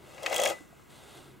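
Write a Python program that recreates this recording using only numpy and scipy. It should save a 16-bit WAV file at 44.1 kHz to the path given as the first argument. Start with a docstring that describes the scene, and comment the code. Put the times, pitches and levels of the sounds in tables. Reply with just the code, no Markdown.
"""A saw chain is pulled once along its guide bar by a gloved hand, outdoors and close up.
The dragged chain scrapes in the groove and rings the steel bar. Its links tick over the sprocket,
slack links slap the rail, and jerks thump the bar. The chain settles with a few soft knocks,
then the leather glove slides softly back along the bar over a quiet background."""
import sys
import numpy as np
from scipy import signal
from scipy.fft import rfft, irfft
from scipy.io import wavfile

SR = 44100
rng = np.random.default_rng(int(sys.argv[2]) if len(sys.argv) > 2 else 0)


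def log_audio(samples):
    """Write samples as a 16-bit WAV file to the path given in sys.argv[1]."""
    # one column per channel
    frames = np.atleast_2d(samples).T
    # limit to full scale, then quantise
    limited = np.clip(frames, -1, 1)
    pcm = np.round(limited * 32767).astype(np.int16)
    wavfile.write(sys.argv[1], SR, pcm)


N = 61739
T = np.arange(N) / SR
FFT_SIZE = 2 * N
HZ = np.maximum(np.arange(N + 1) * SR / FFT_SIZE, 1)


def from_db(db):
    return 10 ** (np.asarray(db) / 20)


def rms_one(x):
    return x / np.sqrt(np.mean(x ** 2) + 1e-20)


def level(rows):
    """Gain over time from (s, dB) points."""
    return from_db(np.interp(T, *np.transpose(rows)))


def by_hz(points):
    """Values at every frequency from (Hz, value) points."""
    hz, value = np.transpose(points)
    return np.interp(np.log(HZ), np.log(hz), value)


def shape(x, gain):
    """Filter by a gain per frequency."""
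    return irfft(rfft(x, FFT_SIZE) * gain, FFT_SIZE)[..., :N]


def colour(x, points):
    """Causal filter from (Hz, dB) points; white noise keeps its power."""
    gain = rms_one(from_db(by_hz(points)))
    cepstrum = irfft(np.log(gain), FFT_SIZE)
    causal = cepstrum[:N] * np.where(np.arange(N), 2, 1)
    return shape(x, np.exp(rfft(causal, FFT_SIZE)))


def ring(x, modes):
    """Each (Hz, dB, T60 s) mode rings as a dying sine; signs alternate."""
    out = 0
    for k, (hz, db, t60) in enumerate(modes):
        r, w = np.exp(-np.log(1000) / (t60 * SR)), 2 * np.pi * hz / SR
        mode = signal.lfilter([0, np.sin(w)], [1, -2 * r * np.cos(w), r * r], x + 1e-18)
        out = out + (-1) ** k * from_db(db) * mode
    return out


def impulses(rows, delay_s=0):
    """One impulse per (s, dB) row."""
    start_s, db = np.transpose(rows)
    samples = np.clip((start_s + delay_s) * SR, 0, N - 1).astype(int)
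    return np.bincount(samples, from_db(db), N)


def convolve(x, response):
    return signal.fftconvolve(x, response)[:N]


def grains(rate_per_s=4000, spread_db=2):
    """Dense tiny collisions of uneven size; rms 1."""
    sizes = from_db(spread_db * np.minimum(rng.exponential(1, N), 4))
    signs = rng.choice([-1, 1], N)
    return rms_one(sizes * signs * (rng.random(N) < rate_per_s / SR))


def stereo_noise(spectrum, correlation):
    """Noise with a given spectrum and left-right correlation."""
    alike = np.clip(by_hz(correlation), -1, 1)
    mid, side = rng.standard_normal((2, N))
    mid = shape(mid, np.sqrt((1 + alike) / 2))
    side = shape(side, np.sqrt((1 - alike) / 2))
    return colour(mid + side * [[1], [-1]], spectrum)


# Drag force in the groove. Each row: time in seconds, level in dB.
DRAG_FORCE = [(0, -33), (.13, -24), (.21, -16.5), (.245, -9.5), (.308, -7), (.325, 0.5), (.40, -4),
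              (.46, -1.5), (.505, -3.5), (.532, -10.5), (.555, -25.5), (.61, -38), (.67, -49), (1.4, -61)]
# Guide bar modes. Each row: frequency in Hz, gain in dB, T60 in seconds.
BAR_MODES = [(336.6, -15.5, 0.23), (503.3, -2, 0.088), (522.4, -4, 0.14), (583.4, -4.5, 0.092),
             (612.5, -3, 0.11), (759, -3.5, 0.063), (871, -1, 0.023), (1259, -6, 0.072), (1762, -9, 0.041),
             (2000, -11.5, 0.26), (2195, -21, 0.022), (2487, -14, 0.081), (2757, -4.5, 0.035),
             (2857, -18.5, 0.053)]
# Scrape spectrum. Each row: frequency in Hz, gain in dB.
SCRAPE_EQ = [(40, -51), (100, -36.5), (280, -22), (400, -9.5), (520, 3.5), (700, -1), (1000, -8),
             (1500, -15), (2100, -7), (3200, -18), (4200, -18.5), (7000, -19), (10000, -30.5), (16000, -33)]
# Steel creeping on steel. Each row: time in seconds, level in dB.
SIZZLE_LEVEL = [(0, -91), (.1, -62.5), (.17, -65), (.23, -65.5), (.5, -42.5), (.56, -60.5), (.61, -62.5),
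                (.69, -70.5), (.79, -68), (.865, -71), (1.4, -82)]
# Sizzle spectrum. Each row: frequency in Hz, gain in dB.
SIZZLE_EQ = [(100, -50), (1000, 7), (3300, -1.5), (4800, -4), (7500, 4), (10000, -6.5), (16000, -14)]


def chain_drag(ring_db=-34, scrape_db=-33):
    """The chain scrapes and sizzles in the groove; its tiny collisions ring the bar."""
    force = level(DRAG_FORCE)
    bar_gain = np.linalg.norm(ring(signal.unit_impulse(N), BAR_MODES))
    ringing = ring(force * grains(), BAR_MODES) / bar_gain
    scrape = colour(force * grains(), SCRAPE_EQ)
    sizzle = colour(level(SIZZLE_LEVEL) * grains(), SIZZLE_EQ)
    return from_db(ring_db) * ringing + from_db(scrape_db) * scrape + sizzle


# Glove sliding on the bar. Each row: time in seconds, level in dB.
RUB_LEVEL = [(0, -64), (.1, -57.5), (.2, -59.5), (.58, -55.5), (.66, -74), (.868, -80), (.905, -56.5),
             (1.01, -55.5), (1.17, -51), (1.24, -57), (1.32, -62), (1.4, -77)]
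# Rub spectrum. Each row: frequency in Hz, gain in dB.
RUB_EQ = [(30, -22), (100, -7), (350, 2.5), (700, 4), (1400, -1), (2600, -3.5), (3500, -1.5), (5500, -12.5),
          (8200, -8.5), (11500, -13.5), (16000, -23)]
# Rub stereo image. Each row: frequency in Hz, left-right correlation.
RUB_CORRELATION = [(100, .3), (500, 0.47), (4000, 1), (8000, 1), (14000, 0)]
# Saw body drone. Each row: time in seconds, level in dB.
DRONE_LEVEL = [(0, -54.5), (.2, -67), (.7, -68.5), (.95, -66.5), (1.15, -56), (1.29, -55.5), (1.4, -61)]
# Saw body modes. Each row: frequency in Hz, gain in dB, T60 in seconds.
BODY_MODES = [(135.7, -6, 0.43), (318, 0.5, 0.05), (393.5, 1.5, 0.062)]


def glove_rub(rough_db=1.0, catch_s=0.004):
    """Leather catches and slips on the steel, hissing and setting the saw's body droning."""
    catching = rms_one(convolve(rng.standard_normal(N), np.exp(-T / catch_s)))
    hiss = level(RUB_LEVEL) * from_db(rough_db * catching) * stereo_noise(RUB_EQ, RUB_CORRELATION)
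    drone = level(DRONE_LEVEL) * rms_one(ring(rng.standard_normal(N), BODY_MODES))
    return hiss + drone


# Background spectrum. Each row: frequency in Hz, gain in dB.
BACKGROUND_EQ = [(20, -21), (40, -19), (60, -2), (120, -1.5), (250, -4), (500, -9.5), (1000, -14),
                 (2000, -14), (5000, -31.5), (8000, -31.5), (16000, -29.5)]
# Background stereo image. Each row: frequency in Hz, left-right correlation.
BACKGROUND_CORRELATION = [(50, 0.22), (150, -0.068), (400, -0.18), (2000, 0.86), (6000, 1), (12000, 0.57)]


def background(level_db=-56):
    """Steady, low outdoor noise."""
    return from_db(level_db) * stereo_noise(BACKGROUND_EQ, BACKGROUND_CORRELATION)


# Links dropping onto the sprocket. Each row: start in seconds, level in dB.
LINK_DROPS = [(.1465, -29), (.2315, -14), (.2620, -13), (.2690, -18), (.2988, -13), (.3275, -11),
              (.3435, -4.5), (.3618, 2), (.3806, -5), (.3995, -2.5), (.4183, -3), (.4358, 1.5), (.4543, -1),
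              (.4590, -9.5), (.4738, -4), (.4880, -12), (.4980, -7.5), (.5015, -18), (.5155, -25)]
# Tick spectrum. Each row: frequency in Hz, gain in dB.
TICK_EQ = [(100, -68), (1000, -8.5), (3000, 3.5), (4500, -4), (6500, 5), (8300, 2), (11000, -5.5),
           (16000, -11)]
# Modes of a seating link. Each row: frequency in Hz, gain in dB, T60 in seconds.
SEAT_MODES = [(3274, 2, 0.032), (3410, -5.5, 0.029), (3380, -12, 0.06)]


def link_ticks(tick_db=-17.5, graze_db=-16, seat_db=-26.5):
    """Each link grazes a tooth, drops with a bright crack and rings as it seats."""
    attack_s, decay_s, tail_s, tail_db = 0.0003, 0.00052, 0.005, -11
    contacts = impulses(LINK_DROPS) + from_db(graze_db) * impulses(LINK_DROPS, delay_s=-0.0068)
    decay = np.exp(-T / decay_s) + from_db(tail_db) * np.exp(-T / tail_s)
    envelope = (1 - np.exp(-T / attack_s)) * decay
    ticks = colour(convolve(contacts, envelope) * rng.choice([-1, 1], N), TICK_EQ)
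    seating = ring(impulses(LINK_DROPS, delay_s=0.0038), SEAT_MODES)
    return from_db(tick_db) * ticks + from_db(seat_db) * seating


# Slack chain hitting the rail. Each row: start in seconds, level in dB, bounces per second.
RAIL_SLAPS = [(.1800, -23, 560), (0.213, -33, 630), (0.257, -22, 500), (.2620, 2.5, 630),
              (0.3283, -8.5, 690), (0.3917, -7.5, 1000), (0.4591, 0, 555), (.5010, -14.5, 530)]
# Slap spectrum. Each row: frequency in Hz, gain in dB.
SLAP_EQ = [(60, -50), (400, -15.5), (900, -6.5), (1350, -4.5), (1600, 3.5), (1950, 4), (2500, 5),
           (3100, -2.5), (3800, -6.5), (5000, -13), (7000, -14.5), (10000, -40), (16000, -44)]
# The bar's long thin ring. Each row: frequency in Hz, gain in dB, T60 in seconds.
SHIVER_MODES = [(1998, 11, 0.7), (2060, -5, 0.39)]


def chain_slaps(slap_db=-6, crunch_db=-25, crunch_s=0.0012, shiver_db=-65):
    """Slack links bounce on the rail, each time with a tiny crunch, and leave the bar ringing."""
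    bounces, loss_db = 5, 1.5
    jitter = 0.015 * rng.standard_normal((len(RAIL_SLAPS), bounces))
    hits = impulses([(start_s + (k + late[k]) / rate, db - loss_db * k)
                     for (start_s, db, rate), late in zip(RAIL_SLAPS, jitter) for k in range(bounces)])
    crunch = from_db(crunch_db) * convolve(hits, np.exp(-T / crunch_s)) * rng.standard_normal(N)
    shiver = ring(impulses([row[:2] for row in RAIL_SLAPS]), SHIVER_MODES)
    return from_db(slap_db) * colour(hits + crunch, SLAP_EQ) + from_db(shiver_db) * shiver


# Sideways jerks on the bar. Each row: start in seconds, level in dB.
JERKS = [(.2390, -7), (.3110, -1), (.3215, -1.5), (.3490, 0), (.3950, 5.5), (.4130, 4), (.4475, -1),
         (.4513, 4), (.4655, 3.5), (.4790, -4), (.5080, -2.5)]
# Bar modes damped by the hand holding it. Each row: frequency in Hz, gain in dB, T60 in seconds.
DAMPED_MODES = [(550, -0.5, 0.036), (726, 1, 0.0098)]


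def bar_thumps(thump_db=-22, lowpass_hz=900):
    """The chain jerks the bar sideways, giving short hollow thumps."""
    lowpass = signal.butter(2, lowpass_hz, fs=SR, output="sos")
    force = signal.sosfilt(lowpass, impulses(JERKS))
    return from_db(thump_db) * ring(force, DAMPED_MODES)


# Settling chain. Each row: start in seconds, level in dB, frequency in Hz, T60 in seconds.
SETTLING = [(.585, -46.5, 1560, .025), (.607, -46, 310, 0.079), (.728, -47.5, 685, .03),
            (.797, -49, 1160, 0.017)]


def settling_knocks():
    """The chain settles with soft knocks, one mode each."""
    return sum(ring(impulses([(start_s, db)]), [(hz, 0, t60)]) for start_s, db, hz, t60 in SETTLING)


def echoes(x, decay_s):
    """A dying cloud of echoes, different on each side."""
    clouds = rng.standard_normal((2, N)) * np.exp(-T / decay_s)
    return np.array([convolve(x, cloud / np.linalg.norm(cloud)) for cloud in clouds])


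# Sideways reflections off nearby things. Each row: frequency in Hz, gain in dB.
NEARBY_EQ = [(200, 5.5), (600, -7), (2500, -13), (5000, -21), (15000, -25)]
# Treble scattered at the microphone. Each row: frequency in Hz, gain in dB.
GLINT_EQ = [(2500, -43), (5000, -35), (9000, -2), (15000, 2)]


def reflections(x, diffuse_db=-15.5):
    """Close scatter, opposite in sign left and right, plus diffuse echoes."""
    nearby = shape(echoes(x, decay_s=0.014)[0], from_db(by_hz(NEARBY_EQ)))
    glint = shape(echoes(x, decay_s=0.00093)[0], from_db(by_hz(GLINT_EQ)))
    diffuse = from_db(diffuse_db) * echoes(x, decay_s=0.013)
    return (nearby + glint) * [[1], [-1]] + diffuse


# Chain balance. Each row: frequency in Hz, left minus right in dB.
CHAIN_BALANCE = [(200, -5), (400, -3), (700, 6.5), (1300, 8.5), (2400, 8.5), (4400, 2.5), (7000, 0),
                 (15000, 1)]


def scene():
    """The chain a little to the left, its reflections, the glove and the background."""
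    chain = link_ticks() + chain_slaps() + chain_drag() + bar_thumps() + settling_knocks()
    direct = shape(chain, from_db(by_hz(CHAIN_BALANCE) * [[0.5], [-0.5]]))
    return direct + reflections(chain) + glove_rub() + background()


# Dips in the microphone's response. Each row: frequency in Hz, Q.
MIC_NOTCHES = [(1790, 8.5), (2360, 17.2), (3080, 32)]


def record(dry, cutoff_hz=15800):
    """The microphone's narrow dips, then a steep low-pass."""
    for hz, q in MIC_NOTCHES:
        dry = signal.lfilter(*signal.iirnotch(hz, q, fs=SR), dry)
    return shape(dry, 1 / np.sqrt(1 + (HZ / cutoff_hz) ** 300))


dry = scene()
out = record(dry)
log_audio(out)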